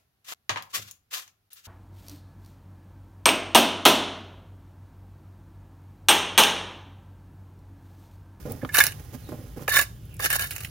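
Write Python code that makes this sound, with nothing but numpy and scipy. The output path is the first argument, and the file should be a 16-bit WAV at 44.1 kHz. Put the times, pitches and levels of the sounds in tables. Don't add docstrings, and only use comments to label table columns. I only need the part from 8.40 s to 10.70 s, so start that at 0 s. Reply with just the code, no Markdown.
import sys
import numpy as np
from scipy import signal
from scipy.fft import rfft, irfft, next_fast_len
from scipy.io import wavfile
from scipy.ndimage import uniform_filter1d, map_coordinates

SR = 44100
rng = np.random.default_rng(int(sys.argv[2]) if len(sys.argv) > 2 else 0)


def to_wav(sig):
    pcm = np.clip(np.atleast_2d(sig), -1, 1) * 32767
    pcm = np.round(pcm).astype(np.int16)
    wavfile.write(sys.argv[1], SR, pcm.T)


N = 101429

# (t/s, crunch level/dB, ring level/dB)
STROKES = [
    [(.32, -52, -79), (.341, -36, -33), (.346, -20.5, -24), (.356, -21.5, -23), (.367, -35, -49),
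     (.373, -25.5, -22), (.386, -17, -18.5), (.4, -26.5, -25.5), (.414, -26.5, -15), (.43, -29, -42),
     (.475, -32, -47), (.53, -47, -47)],
    [(1.28, -42.5, -25.5), (1.298, -23.5, -26.5), (1.31, -39, -30), (1.321, -34, -20), (1.326, -25.5, -27),
     (1.352, -24.5, -21), (1.366, -24.5, -18.5), (1.381, -20, -24), (1.394, -24, -17.5),
     (1.42, -30.5, -27.5), (1.44, -37.5, -66), (1.47, -59, -74.5)],
    [(1.796, -36.5, -35), (1.818, -37, -34.5), (1.843, -29, -28.5), (1.864, -23, -18), (1.878, -44, -40),
     (1.898, -41.5, -39), (1.904, -29, -23), (1.943, -27, -25.5), (1.952, -20.5, -35), (1.966, -22, -27),
     (1.975, -50, -46), (1.989, -45, -29), (1.998, -24, -29), (2.04, -34, -29), (2.075, -42, -48),
     (2.14, -44, -57), (2.22, -45.5, -62), (2.3, -48.5, -81)],
]
# (pan/dB, delay of the left ear/ms)
STROKE_PLACES = [(-3, .04), (-2, -.08), (-3.5, -.18)]
# (t/s, crunch level/dB, ring level/dB, fade/s, pan/dB)
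CATCHES = [(.217, -54, -39, 0.0064, -18), (.291, -49, -27, 0.021, -7), (0.3428, -21, -19.5, 0.02, -8),
           (0.369, -11, -26, 0.0093, -8), (.403, -12, -3, 0.015, -3.5), (0.426, -24.5, -39, 0.0065, -1.5),
           (.4385, -11.5, -37, 0.0082, -6), (0.4667, -15, -28, 0.012, -8), (1.2798, -21.5, -34, .012, -5.5),
           (1.294, -22.5, -35, 0.004, 4), (1.316, -42.5, -20, .01, 8.5), (1.324, -22, -47, 0.012, -2),
           (1.341, -19.5, -26, 0.014, -6), (1.3678, -13.5, -8.5, 0.0148, -6.5),
           (1.3899, -13.5, -15.5, 0.019, -5.5), (1.412, -19.5, -26, 0.042, -5),
           (1.7937, -33, -34, 0.011, -3.5), (1.858, -18, -26, 0.0057, 9), (1.903, -17, -24, 0.011, 3),
           (1.928, -17.5, -22, .012, 8), (1.946, -27.5, -32, 0.016, -13), (1.994, -23.5, -38, 0.019, -2),
           (2.042, -28, -32, 0.01, -0.5), (2.108, -27.5, -56, 0.05, -5), (2.162, -29, -57, 0.023, -7),
           (2.181, -35.5, -50, .015, 2), (2.205, -31.5, -49, .03, -2), (2.246, -31, -50, 0.026, -4)]
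# (f/Hz, level/dB, time to fade by 60 dB/s)
BLADE_TONES = [(1166, -17, 0.061), (1443, -7, 0.0083), (1639, -8, 0.037), (1659.5, -1.5, 0.059),
               (1730.4, 3, 0.037), (1870, -5, 0.015), (2160, -12.5, 0.063), (2333, -17, .05),
               (2953, -20.5, 0.086), (3630, -10.5, 0.032), (4090, -24, 0.047), (4586, -24.5, 0.09),
               (5400, -16, 0.052), (6715, -21, 0.075), (8870, -18, 0.081), (10050, -16, 0.049),
               (12710, -30.5, .025), (14790, -6, 0.0186)]
# (f/Hz, level/dB)
CRUNCH_COLOUR = [(100, -25.5), (330, -8), (700, -1), (1000, -5), (1400, 2), (2100, 1.5), (2850, 5.5),
                 (3280, -10), (3750, -1), (5000, -3.5), (6700, 0.5), (8000, -5), (10000, 3.5), (13500, 2),
                 (14800, -3.5), (16000, -7)]
# (t/s, thud level/dB, hiss level/dB, rise/s, fade/s)
CLODS = [(0.05, -31.5, -52, 0.0063, 0.2), (0.088, -39, -48, 0.016, 0.17),
         (0.226, -24.5, -62, 0.0044, 0.063), (0.594, -47, -48, 0.0041, 0.052),
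         (0.718, -37.5, -43.5, 0.033, 0.038), (.888, -32, -46, 0.00095, 0.059),
         (.915, -28.5, -50, 0.0028, 0.093), (0.978, -45, -74, 0.012, 0.33),
         (1.158, -35, -47.5, 0.019, 0.071), (1.197, -41, -44, 0.024, 0.093)]
# (f/Hz, level/dB)
THUD_COLOUR = [(60, -22.5), (130, 2), (200, -10.5), (255, 2.5), (320, -4), (420, -7), (570, -6.5),
               (750, -18), (1200, -26.5), (2500, -42), (6000, -58)]
# (f/Hz, level/dB)
CRUMB_COLOUR = [(300, 16.5), (1000, 4.5), (1700, 3.5), (3000, -3.5), (6500, 0), (8000, -3.5), (11500, 2),
                (15000, -1.5), (16000, -8.5)]
# (t/s, level/dB)
TRICKLE = [(0, -52), (.2, -54.5), (.55, -52.5), (.68, -54.5), (0.951, -53.5), (1.14, -55.5), (1.5, -61.5),
           (1.7, -59.5), (2.3, -58)]
# (t/s, level/dB, centre f/Hz, fade/s)
TICKS = [(0.12, -24.5, 12840, .008), (0.2483, -26, 954, 0.014), (.249, -32.5, 3040, 0.0034),
         (0.405, -33, 690, .006), (.425, -38.5, 1000, 0.0092), (0.649, -45, 11060, .005),
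         (1.194, -38.5, 1000, 0.0062), (1.278, -19, 1275, 0.013), (1.283, -24, 593, 0.0123),
         (1.654, -48, 11000, .005), (1.741, -42.5, 10960, 0.016), (1.767, -42, 8940, .008),
         (1.798, -30.5, 1250, 0.026), (1.796, -42.5, 500, 0.048), (2.109, -39.5, 2800, 0.037),
         (2.248, -33.5, 2500, 0.015)]
# (t/s, length/s, start f/Hz, end f/Hz, level/dB)
WHISTLES = [(.8, 0.14, 4560, 3690, -58.5), (1.688, .1, 3180, 2420, -55.5)]
# (f/Hz, level/dB)
RUMBLE_COLOUR = [(15, -43), (25, -32.5), (35, -21.5), (50, 2), (65, -0.5), (105, 2.5), (150, -5.5),
                 (220, -18.5), (400, -24), (800, -42), (2000, -51.5), (3000, -36), (8000, -60),
                 (16000, -57)]
# (f/Hz, time to fade by 60 dB/s)
ECHO_TIMES = [(200, 0.75), (1700, 0.26), (6000, 0.32), (15000, 0.43)]
# (f/Hz, level/dB)
ECHO_COLOUR = [(60, -38), (250, -10.5), (800, 7.5), (2000, 4), (5000, 8), (16000, -5)]
# (f/Hz, pan/dB)
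MIC_BALANCE = [(100, 0), (700, 0.5), (1400, 2), (2500, -3), (5000, 2.5), (9000, 2.5), (13000, 0),
               (16000, -14)]

JUDDERS_PER_S, CONTACT_MOVES_PER_S = 190, 22
HIT_RISE_S, RING_RISE_S = 0.00031, 0.0004


def scrapes(ring_db=-2, ring_pan_db=-2.5, grit_judder_db=3.2, ring_judder_db=1.5):
    out = np.zeros((2, N))
    for stroke, (pan_db, lag_ms) in zip(STROKES, STROKE_PLACES):
        times, crunch_db, blade_db = np.transpose(stroke)
        grit = steady(grains(per_s=3500, spread_db=5, lag_ms=lag_ms))
        grit *= unit(amp(grit_judder_db * wobble(JUDDERS_PER_S)))
        ring = steady(sum(through(grit * wobble(CONTACT_MOVES_PER_S), blade_ring()) for _ in range(3)))
        ring *= unit(amp(ring_judder_db * wobble(JUDDERS_PER_S)))
        ring *= swell(times, blade_db + ring_db)
        crunch = through(patchy(grit) * swell(times, crunch_db), colour(CRUNCH_COLOUR))
        out += yard(crunch * pan(pan_db) + ring * pan(ring_pan_db))
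    return out


def catches(tap_offset_db=-2, bright_db=-9):
    force, taps = np.zeros((2, N)), np.zeros((2, N + SR))
    for start, crunch_db, tap_db, fade, pan_db in CATCHES:
        force += amp(crunch_db) * burst(start, HIT_RISE_S, fade) * pan(pan_db)
        tap = blade_ring(tilt_db=-6, detune_hz=4.2)
        tap *= amp(tap_db + tap_offset_db) / np.abs(tap).max()
        at = round(start * SR)
        taps[:, at:at + len(tap)] += tap * pan(pan_db / 2)
    spurts = force * patchy(grains(per_s=20000, spread_db=3))
    bright_ring = amp(bright_db) * through(spurts, blade_ring(tilt_db=4.5))
    return through(spurts, colour(CRUNCH_COLOUR)) + bright_ring + taps[:, :N]


def blade_ring(tilt_db=0, detune_hz=20, scatter_db=1):
    t = np.arange(SR // 8) / SR
    main_hz = max(BLADE_TONES, key=lambda tone: tone[1])[0]
    ring = np.zeros(len(t))
    for k, (hz, db, ring_s) in enumerate(BLADE_TONES):
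        level = amp(db + tilt_db * abs(np.log2(hz / main_hz)) + scatter_db * rng.normal())
        shifted_hz = hz + detune_hz * rng.normal()
        ring += level * amp(-60 * t / ring_s) * np.cos(2 * np.pi * shifted_hz * t + k * np.pi / 2)
    ring *= 1 - np.exp(-t / RING_RISE_S)
    return ring / np.linalg.norm(ring)


def heap(thud_pan_db=-4.5, crumb_pan_db=-10):
    thud = sum(amp(db) * burst(start, rise, fade) for start, db, _, rise, fade in CLODS)
    hiss = sum(amp(db) * burst(start, rise, fade) for start, _, db, rise, fade in CLODS)
    trickle = amp(np.interp(clock(), *np.transpose(TRICKLE)))
    clods = through(thud * steady(grains(per_s=1500, spread_db=3)), colour(THUD_COLOUR))
    crumbs = through(np.hypot(hiss, trickle) * grains(per_s=7000, spread_db=4.7), colour(CRUMB_COLOUR))
    return clods * pan(thud_pan_db) + crumbs * pan(crumb_pan_db)


def ticks(pan_db=-4, width_octaves=0.38):
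    out = np.zeros((2, N))
    for start, db, hz, fade in TICKS:
        band = [(hz * 2 ** (k * width_octaves), -10 * np.log10(1 + k ** 4)) for k in range(-8, 9)]
        click = burst(start, HIT_RISE_S, fade) * grains(per_s=14000, spread_db=3)
        out += amp(db) * through(click, colour(band))
    return out * pan(pan_db)


def bird(blur_hz=200):
    out = np.zeros((2, N))
    for start, length, start_hz, end_hz, db in WHISTLES:
        progress = np.clip((clock() - start) / length, 0, 1)
        blur = blur_hz * np.array([wobble(500), wobble(400)])
        hz = end_hz + (start_hz - end_hz) * (1 - progress) ** 2 + blur
        out += amp(db) * np.sin(np.pi * progress) * np.sin(2 * np.pi * np.cumsum(hz, axis=1) / SR)
    return out


def yard(x, echo_db=0, tail_db=-19.5, walls_db=-8, walls_s=0.016):
    hz, t, spectrum = signal.stft(rng.standard_normal((2, SR // 2)), SR, nperseg=256)
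    fading = amp(-60 * t / along(ECHO_TIMES, hz)[:, None])
    tail = signal.istft(spectrum * fading, SR, nperseg=256)[1]
    t = np.arange(tail.shape[1]) / SR
    tail *= np.minimum(t / 0.03, 1)
    tail /= np.linalg.norm(tail[0])
    walls = rng.standard_normal(tail.shape) * (rng.random(tail.shape) < .03)
    walls *= np.exp(-2 * t / walls_s)
    walls /= np.linalg.norm(walls, axis=1, keepdims=True)
    echo = through(x, amp(tail_db) * tail + amp(walls_db) * walls)
    return x + amp(echo_db) * through(echo, colour(ECHO_COLOUR))


def rumble(level_db=-41.5, side_db=-19.5):
    middle, side = through(rng.standard_normal((2, N)), colour(RUMBLE_COLOUR))
    side *= amp(side_db)
    return amp(level_db) * np.array([middle + side, middle - side])


def grains(per_s, spread_db, lag_ms=0, scatter_ms=.04):
    chance, size, side = rng.random(N), rng.standard_normal(N), rng.standard_normal(N)
    at = np.flatnonzero(chance < per_s / SR)
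    hits = amp(spread_db * np.clip(size, -2, 2)) * rng.choice([-1, 1], N)
    lag = (lag_ms + scatter_ms * side[at]) * SR / 1000
    arrivals = [np.round(at + ear * lag / 2).astype(int) % N for ear in (1, -1)]
    return unit(np.array([np.bincount(when, hits[at], N) for when in arrivals]))


def patchy(x, depth_db=3):
    spectrum = signal.stft(x, nperseg=128)[2]
    patches = uniform_filter1d(rng.standard_normal(spectrum.shape[1:]), size=5, axis=0)
    patches = unit(uniform_filter1d(patches, size=6, axis=1))
    return signal.istft(spectrum * unit(amp(depth_db * patches)), nperseg=128)[1][:, :N]


def steady(x, window_s=0.014):
    power = uniform_filter1d(np.mean(x ** 2, axis=0), int(window_s * SR))
    return x / np.sqrt(np.abs(power) + 1e-12)


def burst(start, rise, fade):
    t = clock() - start
    return np.clip(t / rise, 0, 1) * amp(-40 * np.maximum(t - rise, 0) / fade)


def swell(times, db):
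    return amp(np.interp(clock(), times, db, left=-np.inf, right=-np.inf))


def wobble(per_s):
    return map_coordinates(rng.standard_normal(N // 8), [clock() * per_s], mode="wrap")


def colour(points, size=8192):
    gains = amp(along(points, np.fft.rfftfreq(size, 1 / SR)))
    shape = irfft(np.log(gains))
    shape[1:size // 2] *= 2
    shape[size // 2 + 1:] = 0
    click = irfft(np.exp(rfft(shape)))
    return click / np.linalg.norm(click)


def through(x, response):
    return signal.fftconvolve(x, np.atleast_2d(response), axes=1)[:, :N]


def along(points, hz):
    point_hz, values = np.transpose(points)
    return np.interp(np.log(hz + 1), np.log(point_hz + 1), values)


def pan(db):
    return amp(np.array([[db / 2], [-db / 2]]))


def amp(db):
    return 10 ** (np.asarray(db) / 20)


def unit(x):
    return x / np.sqrt(np.mean(x ** 2) + 1e-20)


def clock():
    return np.arange(N) / SR


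def scene():
    return scrapes() + yard(catches(), echo_db=-3.5) + yard(heap() + ticks() + bird()) + rumble()


def record(dry, top_hz=15900):
    size = next_fast_len(N + SR // 4)
    hz = np.fft.rfftfreq(size, 1 / SR)
    mic_gains = amp(along(MIC_BALANCE, hz) * np.array([[.5], [-.5]]))
    heard = np.clip(irfft(rfft(dry, size) * mic_gains, size), -1, 1)
    return irfft(rfft(heard) * (hz < top_hz), size)[:, :N]


dry = scene()
out = record(dry)
to_wav(out)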